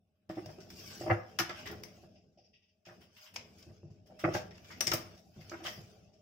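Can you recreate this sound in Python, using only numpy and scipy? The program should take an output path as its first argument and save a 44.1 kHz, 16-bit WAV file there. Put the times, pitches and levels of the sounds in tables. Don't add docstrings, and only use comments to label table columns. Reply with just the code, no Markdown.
import sys
import numpy as np
from scipy import signal
from scipy.fft import rfft, irfft, next_fast_len
from scipy.io import wavfile
from scipy.ndimage import uniform_filter1d, map_coordinates

SR = 44100
rng = np.random.default_rng(int(sys.argv[2]) if len(sys.argv) > 2 else 0)


def to_wav(sig):
    pcm = np.clip(np.atleast_2d(sig), -1, 1) * 32767
    pcm = np.round(pcm).astype(np.int16)
    wavfile.write(sys.argv[1], SR, pcm.T)


N = 273993
TIME = np.arange(N) / SR

# frequency_hz, density_db (per Hz)
HISS_SPECTRUM = [(2500, -46.5), (3600, -12), (4470, -4), (4900, 1.5), (5370, 3), (6310, -7), (6880, -9.5),
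                 (7550, -16), (8500, -29.5), (9500, -57.5)]
# frequency_hz, density_db (per Hz)
SHEEN_SPECTRUM = [(4590, -37), (7800, -3), (8390, -6), (10900, -6), (11300, -9), (11800, -5.5), (12700, -3),
                  (13800, -1), (15500, 1), (16200, -20)]


def amp(db):
    return 10 ** (np.asarray(db) / 20)


def unit(x):
    return x / np.sqrt(np.mean(x ** 2) + 1e-20)


def along(points, hz):
    f, v = np.transpose(points)
    return np.interp(np.log(hz + 1), np.log(f + 1), v)


def curves(rows):
    s, *cols = np.transpose(rows)
    return [np.interp(TIME, s, c) for c in cols]


def wobble(rate):
    knots = rng.standard_normal(int(N * rate / SR) + 4)
    return map_coordinates(knots, [TIME * rate])


def filtered(x, response):
    m = next_fast_len(N + SR // 2)
    return irfft(rfft(x, m) * response(np.fft.rfftfreq(m, 1 / SR)), m)[..., :N]


def pair(z, hz):
    # frequency_hz, likeness (0 to 1)
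    likeness = [(60, 0.89), (130, 0.97), (290, 0.78), (640, 0.62), (1410, 0.037), (3100, 0.11),
                (6820, 0.047), (15000, 0.03)]
    turn = np.arccos(np.clip(along(likeness, hz), 0, 1))[:, None] / 2
    common, opposed = np.cos(turn) * z[0], np.sin(turn) * z[1]
    return np.array([common + opposed, common - opposed])


def noise(spectrum, grit_db, grit_rate, patchy_db=0, shape=None):
    white = rng.standard_normal((2, N)) * amp(grit_db * wobble(grit_rate))
    coloured = filtered(white, lambda f: amp(along(spectrum, f)))
    hz, t, z = signal.stft(coloured, SR, nperseg=1024)
    field = uniform_filter1d(rng.standard_normal(z.shape[1:]), size=5, axis=0)
    field = uniform_filter1d(field, size=4, axis=1)
    gain = amp(patchy_db * unit(field) + (shape(hz[:, None], t) if shape else 0))
    weight = amp(along(spectrum, hz))[:, None]
    gain /= np.sqrt(np.mean((gain * weight) ** 2, axis=0))
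    return unit(signal.istft(pair(z, hz) * gain, SR, nperseg=1024)[1][:, :N])


def force(times, db, rise, decay):
    out = np.zeros(N + SR)
    t = TIME[:SR // 3]
    ups = np.abs(rise) + 1e-4
    t60s = np.abs(decay) + 0.0026
    for s, level_db, up, t60 in zip(times, db, ups, t60s):
        shape = (1 - np.exp(-t / up)) ** 2 * amp(-60 * t / t60)
        out[round(s * SR):][:len(t)] += amp(level_db) * shape / shape.max()
    return out[:N]


def ring(times, db, decay, modes, rattle_db, soft_hz):
    def body(f):
        soft = 1 / (1 + 1j * f / soft_hz) ** 2
        total = 0
        for k, (centre, width, level_db) in enumerate(modes):
            mode = 1j * f * width / (centre * centre - f * f + 1j * f * width)
            total = total + (-1) ** k * amp(level_db) * mode
        return soft * total

    pushes = np.bincount(np.round(times * SR).astype(int), amp(db), N)
    flat = noise([(20, 0), (20000, 0)], grit_db=5.5, grit_rate=200)
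    rattle = force(times, db + rattle_db, 0 * times + 0.0018, decay) * flat
    peak = np.abs(filtered(TIME == 0, body)).max()
    return filtered(pushes + rattle, body) / peak


def knocks():
    # start_s, air_db (tube air),
    # wall_db (tube wall re air), table_db (re air), card_db (re air)
    contacts = [(0.291, -62.5, -5, 19.5, 13), (0.297, -33, -0.5, -33, -12), (0.37, -33, -3.5, -10, -9),
                (0.38, -31.5, -16, -25, -16), (0.458, -51.5, 5, 9, 0), (0.487, -52.5, 6.5, -8, 3),
                (0.582, -43.5, -6.5, -8.5, -13), (1.009, -34.5, -0.5, -14, -7.5),
                (1.034, -39, 1.5, -6.5, -9.5), (1.062, -32.5, 3, -12, -3), (1.075, -33, 0.5, -9.5, -7),
                (1.094, -34.5, 1, 1, 11.5), (1.104, -29.5, 9, -2, 8.5), (1.11, -26.5, -4.5, -10.5, -3),
                (1.126, -32.5, -10.5, -12, -9.5), (1.136, -34.5, -11.5, -8, -15.5),
                (1.394, -33.5, -1, -7.5, 11.5), (1.41, -32.5, -26.5, -10.5, -18.5),
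                (1.493, -39.5, 2, -12.5, 8.5), (1.696, -44.5, -3.5, -6.5, 0), (1.724, -44.5, -7, -7, 1),
                (1.783, -49, -17, -1, -15), (2.031, -52.5, -4, -3.5, -6.5), (2.373, -67.5, 13, -2.5, -21.5),
                (2.868, -54, 4.5, 2.5, -3), (2.885, -59.5, 7.5, 3, 12.5), (2.906, -58, 2.5, 1, 3),
                (3.358, -69, 23, -6, 13), (3.666, -50.5, -10, 0.5, -27.5), (3.689, -60, 4, 11, 0.5),
                (3.832, -46.5, -18, 5.5, -40), (3.85, -57, 2, -15, -39), (3.903, -62, -9, 13.5, -19),
                (4.099, -61, 11.5, 5, 2), (4.238, -25, -1.5, -2, 6), (4.245, -22, -19, -24, -13),
                (4.259, -34, 5.5, -10.5, -28), (4.284, -25, -11, -12, -12.5), (4.346, -33, 2, 0.5, 8.5),
                (4.355, -38.5, 4.5, -2, -11), (4.7, -59.5, 2.5, 7, 18), (4.805, -43, 6, -10, 14),
                (4.874, -34.5, -4, -6.5, -4), (4.915, -31.5, -9, -8, 10), (4.934, -31, -4, -5, -7),
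                (4.944, -43.5, -8, -4, -5), (5.364, -56, -17, 12.5, -18), (5.39, -60, 6.5, 10, -10),
                (5.515, -43, 1.5, -29, 7), (5.526, -40.5, -3, -11, -7), (5.538, -39.5, -13, -30, -1),
                (5.602, -45, -5, -27, 0.5), (5.619, -43.5, -13, -28, -22), (5.648, -48, 8.5, 0, 10),
                (5.679, -53.5, 14, -5, -9), (5.778, -50, -2, 11, -7), (5.8, -65, -15, 8, -13)]
    # frequency_hz, width_hz, level_db
    table_modes = [(106, 13, 0), (151, 13, -2), (182, 34, -8)]
    # frequency_hz, width_hz, level_db
    wall_modes = [(498, 9.1, 1.5), (616.7, 47.6, 3), (766.5, 64, -3.5)]
    # frequency_hz, density_db (per Hz)
    card_spectrum = [(410, -23), (700, -12.5), (957, -6), (1020, -11), (1160, -5.5), (1770, -9.5),
                     (1960, -11), (2910, -24.5), (3600, -43), (5000, -38), (6500, -69.5), (11000, -120)]
    usual_db, deadens_per_db = -39, 0.019
    rattle_decay_s, air_decay_s, card_decay_s = 0.074, .095, 0.077
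    air_hz, air_shift = 344.7, 0.04104

    s, db, wall_db, table_db, card_db = np.transpose(contacts)
    lasts = np.exp(-deadens_per_db * (db - usual_db))
    rattle_s = rattle_decay_s * lasts
    table = ring(s, db + table_db - 2.0, rattle_s, table_modes, rattle_db=-26.5, soft_hz=897)
    wall = ring(s, db + wall_db - 2.0, rattle_s, wall_modes, rattle_db=-22.5, soft_hz=1500)
    note_hz = air_hz * (1 + air_shift * wobble(50))
    air_tone = np.sin(2 * np.pi * np.cumsum(note_hz) / SR)
    air = force(s, db - 3.0, 0 * s + 0.00098, air_decay_s * lasts) * air_tone
    card_noise = noise(card_spectrum, grit_db=3, grit_rate=400, patchy_db=4.0)
    card = force(s, db + card_db - 9.0, 0 * s + 0.0043, card_decay_s * lasts) * card_noise
    return table + air + wall + card


def edges(s, db, clack_db, clack_hz, sheen_db, pan_db, rise, decay):
    # frequency_hz, density_db (per Hz)
    clack_spectrum = [(530, -43.5), (900, -9.5), (1180, -9), (1310, -10.5), (2030, -5.5), (2670, -8.5),
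                      (3180, -7), (4200, -13), (5460, -43.5), (9240, -120)]

    def sides(level_db, decay_s):
        return np.array([force(s, level_db + k * pan_db / 2, rise, decay_s) for k in (1, -1)])

    def hump(hz, t):
        latest = np.clip(np.searchsorted(s, t + .008) - 1, 0, None)
        return 7 * np.exp(-(np.log((hz + 1) / clack_hz[latest]) / 0.1) ** 2)

    clack_noise = noise(clack_spectrum, grit_db=-1.0, grit_rate=500, patchy_db=1.5, shape=hump)
    clack = force(s, db + clack_db - 4.5, rise, 1.2 * decay) * clack_noise
    click_noise = noise(HISS_SPECTRUM, grit_db=-4.0, grit_rate=1100, patchy_db=-3.0)
    click = sides(db - 8, decay) * click_noise
    sheen_noise = noise(SHEEN_SPECTRUM, grit_db=-0.5, grit_rate=2900, patchy_db=8)
    sheen = sides(db + sheen_db - 3, 1.1 * decay) * sheen_noise
    return clack + click + sheen


def clicks():
    # start_s, click_db,
    # clack_db (re click), clack_hz, sheen_db (re click), pan_db (left minus right), decay_s (before stretch)
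    contacts = [(0.292, -51.5, -1.5, 1010, -14, -2, 0.24), (0.458, -45, -8, 1010, -14, 3, 0.035),
                (0.603, -51, -6, 1510, -18, 3, 0.14), (0.7017, -45, -4, 1440, -10, 0, .045),
                (1.3875, -26.5, 4.5, 1613, -13.5, 12, 0.038), (1.3964, -25.5, -8.5, 1803, -19, -2.5, .03),
                (1.402, -34, 0, 1766, -9, -6, 0.056), (1.493, -42.5, 3.5, 2033, -21.5, 4.5, 0.11),
                (1.673, -45, 6, 1906, -23, 8, .035), (1.7125, -43.5, -4.5, 1870, -6, 2.5, 0.048),
                (1.8345, -38.5, -3.5, 2140, -11, 8, .018), (1.849, -50.5, -18, 2230, -14.5, -7, 0.033),
                (3.3387, -53.5, -1, 2500, -4.5, 1, 0.14), (3.3604, -29.5, -1, 2510, -27.5, -3.5, .02),
                (3.625, -48.5, -13.5, 3100, -22, 0, 0.05), (4.508, -54.5, 2, 1956, -24, 1, 0.087),
                (4.579, -52, -2, 2480, -30, -1, 0.032), (4.6445, -53, 0, 1464, -18, 1, 0.072),
                (4.807, -19.5, -6, 2740, -10, 6, 0.019), (4.8697, -21, -9.5, 3230, -14.5, 1.5, 0.022),
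                (4.877, -30.5, -2.5, 2080, -18, 9.5, 0.05), (4.9161, -24, -1, 1030, -14.5, 5.5, 0.026),
                (4.934, -21.5, -8.5, 2465, -8, -1, 0.052), (5.4959, -39, -10, 2297, -34, -4, .02),
                (5.66, -40, 4, 3430, -16.5, -7, 0.041), (5.667, -42, 7, 3130, -16.5, 4, 0.056)]
    # frequency_hz, density_db (per Hz)
    crack_spectrum = [(600, -43.5), (1500, -7.5), (3000, -3), (6000, 3.5), (9000, -15.5), (15000, -14)]
    crack_db, crack_decay_s, rise_s = -9.5, 0.0047, 0.00081

    *cols, decay_s = np.transpose(contacts)
    none = 0 * decay_s
    burst = force(cols[0], cols[1] + crack_db, none, none + crack_decay_s)
    crack = burst * noise(crack_spectrum, grit_db=-3, grit_rate=10)
    return crack + edges(*cols, none + rise_s, decay_s)


def scrapes():
    # start_s, hiss_db, clack_db (re hiss), clack_hz, sheen_db (re hiss)
    drags = [(0.495, -52, -10, 1640, -16), (0.7828, -46, -9.5, 2580, -14.5),
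             (0.8967, -45.5, -1.5, 1500, -16), (0.99, -45, -6, 2400, -14.5), (1.652, -41.5, 4.5, 1805, -11),
             (2.85, -50, -0.5, 2580, -20), (3.0026, -59.5, 4, 2940, -7.5), (3.1596, -55, 4, 2780, -10.5),
             (3.2525, -55.5, 6, 3080, -9), (3.5785, -54, -12, 1985, -12), (3.9, -63.5, -10, 2620, -20),
             (4.0562, -59, -6.5, 3140, -12), (4.187, -44, -0.5, 1300, -11), (4.3318, -32, -3, 2180, -17),
             (4.347, -42.5, -16, 1450, -18), (4.538, -54.5, -1, 1530, -27), (4.701, -46, 1, 2070, -16),
             (5.163, -54.5, -4.5, 3830, -17), (5.401, -51, -3, 2110, -16.5), (5.559, -62.5, 9.5, 1480, -27),
             (5.633, -43.5, 4, 1770, -9), (5.65, -38.5, 3, 3070, -24), (5.6741, -41, -14, 1904, -26),
             (6.126, -60.5, -9.5, 3030, -28)]
    rise_s, decay_s = 0.01, 0.11
    cols = np.transpose(drags)
    none = 0 * cols[0]
    return amp(-3.5) * edges(*cols, none, none + rise_s, none + decay_s)


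def blades():
    # start_s, level_db
    blows = [(1.3875, -23.5), (1.835, -44), (3.363, -48), (4.808, -21), (4.868, -23), (4.9157, -31),
             (4.9353, -28.5)]
    # frequency_hz, width_hz, level_db
    steel_modes = [(3510, 37, -10.5), (5350, 190, -2), (5810, 80, 4), (6140, 38, -4.5), (10040, 79, -7.5),
                   (12000, 57, -6), (14150, 45, -9)]
    s, db = np.transpose(blows)
    ringing = ring(s, db - 12, 0 * s + 0.019, steel_modes, rattle_db=-11, soft_hz=15000)
    return ringing * amp([[2.5], [-2.5]])


def sliding():
    # start_s, hiss_db, dullness_db (scuff re hiss)
    strokes = [(0.0, -101, 4), (0.32, -100, 11), (0.36, -65.5, 2), (0.68, -70.5, 1), (0.76, -58, -3.5),
               (1.03, -52.5, -3), (1.19, -70, 2), (1.45, -70.5, 3.5), (1.6, -58.5, 6.5), (1.76, -67.5, -1),
               (1.97, -70, 0.5), (2.3, -86.5, -2.5), (2.84, -95, 1.5), (2.88, -69.5, 0),
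               (3.12, -76.5, -0.5), (3.25, -59.5, -4), (3.34, -75, -3.5), (3.63, -68, 1), (3.79, -78, -1.5),
               (4.08, -86, 1), (4.22, -68, 4), (4.37, -55, 4.5), (4.51, -77, -0.5), (4.7, -63.5, 1),
               (4.84, -65, 3.5), (5.03, -61.5, -3), (5.15, -68, 4), (5.22, -76, -17), (5.36, -72.5, 1.5),
               (5.52, -62, -0.5), (5.62, -69, 2.5), (5.69, -56.5, -16), (5.76, -57.5, -4.5), (5.91, -71, 1),
               (6.21, -82.5, -2)]
    # frequency_hz, density_db (per Hz)
    scuff_spectrum = [(470, -36.5), (800, -0.5), (1010, -15.5), (1080, -3.5), (1340, -6.5), (1530, -3),
                      (1850, -13), (2640, -0.5), (4200, -12.5), (5460, -40.5), (9240, -120)]
    scuff_hz, sinks_per_db = 2350, 0.016
    sheen_re_hiss_db, sheen_dulls = -9, 0.37
    faint_db, sheen_dies, sheen_floor_db = -73.5, 2.2, -102

    hiss_db, dull_db = curves(strokes)
    centre_hz = scuff_hz * np.exp(-sinks_per_db * dull_db)
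    sheen_db = hiss_db + sheen_re_hiss_db - sheen_dulls * dull_db
    sheen_db = sheen_db - sheen_dies * np.clip(faint_db - hiss_db, 0, None)
    grip = amp(1.2 * wobble(25) + .8 * wobble(150))

    def hump(hz, t):
        return 6 * np.exp(-(np.log((hz + 1) / np.interp(t, TIME, centre_hz)) / 1.1) ** 2)

    scuff_noise = noise(scuff_spectrum, grit_db=0.2, grit_rate=150, patchy_db=4.5, shape=hump)
    scuff = amp(hiss_db + dull_db) * scuff_noise
    hiss = amp(hiss_db) * noise(HISS_SPECTRUM, grit_db=1.4, grit_rate=670, patchy_db=4.0)
    sheen_noise = noise(SHEEN_SPECTRUM, grit_db=-0.5, grit_rate=920, patchy_db=7.0)
    sheen = amp(np.maximum(sheen_db, sheen_floor_db)) * sheen_noise
    return grip * (scuff + hiss + sheen)


def turning():
    # start_s, rustle_db, whisper_db
    turns = [(2.147, -72, -71), (2.37, -75.5, -70), (2.435, -82, -71), (2.529, -66, -73), (2.62, -77, -80),
             (2.68, -83.5, -82.5)]
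    # frequency_hz, density_db (per Hz)
    rustle_spectrum = [(1000, -52), (1700, -20), (1810, -27), (1910, -3.5), (2130, -13), (2630, 2),
                       (3800, -10), (4940, -48), (8360, -120)]
    # frequency_hz, density_db (per Hz)
    whisper_spectrum = [(2590, -49.5), (4400, -12), (4740, 1), (5020, 5.5), (5850, -2.5), (6400, -22),
                        (8320, -52), (14100, -120)]
    rise_s, decay_s = 0.0067, 0.27
    s, rustle_db, whisper_db = np.transpose(turns)

    def rubs(level_db):
        return force(s, level_db, 0 * s + rise_s, 0 * s + decay_s)

    rustle = rubs(rustle_db) * noise(rustle_spectrum, grit_db=0.5, grit_rate=180, patchy_db=0.5)
    whisper = rubs(whisper_db) * noise(whisper_spectrum, grit_db=0.0, grit_rate=300, patchy_db=-1.5)
    return rustle + whisper


def background():
    # start_s, rumble_db, waver_db (narrow hum)
    levels = [(0.0, -77.5, -92), (0.21, -80, -83.5), (0.35, -71, -71), (0.45, -59.5, -63),
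              (1.05, -54.5, -61.5), (1.18, -62, -66.5), (1.42, -57.5, -67), (1.61, -58.5, -58),
              (1.7, -50.5, -62), (2.02, -61, -71), (2.84, -83, -81.5), (3.0, -59.5, -79),
              (3.25, -81.5, -64.5), (3.37, -61, -72), (3.87, -65.5, -76), (4.15, -63, -58),
              (4.34, -51.5, -57), (4.64, -62, -65.5), (4.93, -49.5, -68.5), (5.15, -60, -66.5),
              (5.38, -68.5, -65), (5.5, -58, -72), (5.74, -57.5, -79), (6.21, -68.5, -66)]
    # frequency_hz, density_db (per Hz)
    rumble_spectrum = [(15, -43), (25, -21.5), (43, -18.5), (97, 3.5), (135, -8.5), (199, 1.5), (222, -7),
                       (253, -9), (280, -25.5), (360, -47), (620, -120)]
    # frequency_hz, density_db (per Hz)
    drone_spectrum = [(150, -35), (250, -2), (301, -6), (340, 2), (375, -7.5), (419, 3), (470, -7.5),
                      (625, -5.5), (775, -7.5), (917, -29), (1000, -26.5), (1300, -54), (2200, -120)]
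    # frequency_hz, density_db (per Hz)
    waver_spectrum = [(540, -58.5), (590, -10.5), (620, -5), (650, -12), (700, -57)]
    usual_drone_db, drone_grows, usual_rumble_db = -63, 1.23, -60

    rumble_db, waver_db = curves(levels)
    lumps = wobble(14)
    rumble = amp(rumble_db + 0.94 * lumps) * noise(rumble_spectrum, grit_db=1.0, grit_rate=83)
    drone_db = usual_drone_db + drone_grows * (rumble_db - usual_rumble_db)
    drone_noise = noise(drone_spectrum, grit_db=0.5, grit_rate=450, patchy_db=4.0)
    drone = amp(drone_db + 0.89 * lumps) * drone_noise
    waver = amp(waver_db - 4.5) * noise(waver_spectrum, grit_db=-3, grit_rate=10)
    return rumble + drone + waver


def room(x):
    # frequency_hz, t60_s
    walls = [(100, 0.3), (700, 0.48), (2000, 0.37), (12000, 0.19)]
    out, step, delay = np.zeros((2, N + 2 * SR)), SR // 3, 200
    for start in range(0, N, step):
        hz, t, z = signal.stft(rng.standard_normal((2, SR // 2)), SR, nperseg=256)
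        decay = amp(-60 * t / along(walls, hz)[:, None])
        tail = signal.istft(pair(z, hz) * decay, SR, nperseg=256)[1]
        tail = tail / np.linalg.norm(tail[0])
        echo = signal.fftconvolve(x[:, start:start + step], tail, axes=1)
        begin = start + delay
        out[:, begin:begin + echo.shape[1]] += echo
    return out[:, :N]


def scene():
    low = knocks()
    high = clicks() + scrapes() + blades()
    echo = room(amp(-10.5) * low + amp(-6) * high)
    return low + high + echo + sliding() + turning() + background()


def record(dry):
    # frequency_hz, gain_db
    mic_response = [(30, 0), (85, -0.5), (3700, -1), (4150, -5.5), (4600, 0)]
    # frequency_hz, left_minus_right_db
    port_difference = [(60, 1), (110, 1.0), (200, 1.5), (380, -1.5), (700, 0.5), (1290, 0.0), (2380, 1.5),
                       (4400, 0.5), (8120, 7.5), (15000, -2.5)]
    top_hz = 16000

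    def response(hz):
        gain_db = along(mic_response, hz) + along(port_difference, hz) * [[.5], [-.5]]
        return amp(gain_db) * (hz < top_hz)

    return filtered(dry, response)


dry = scene()
out = record(dry)
to_wav(out)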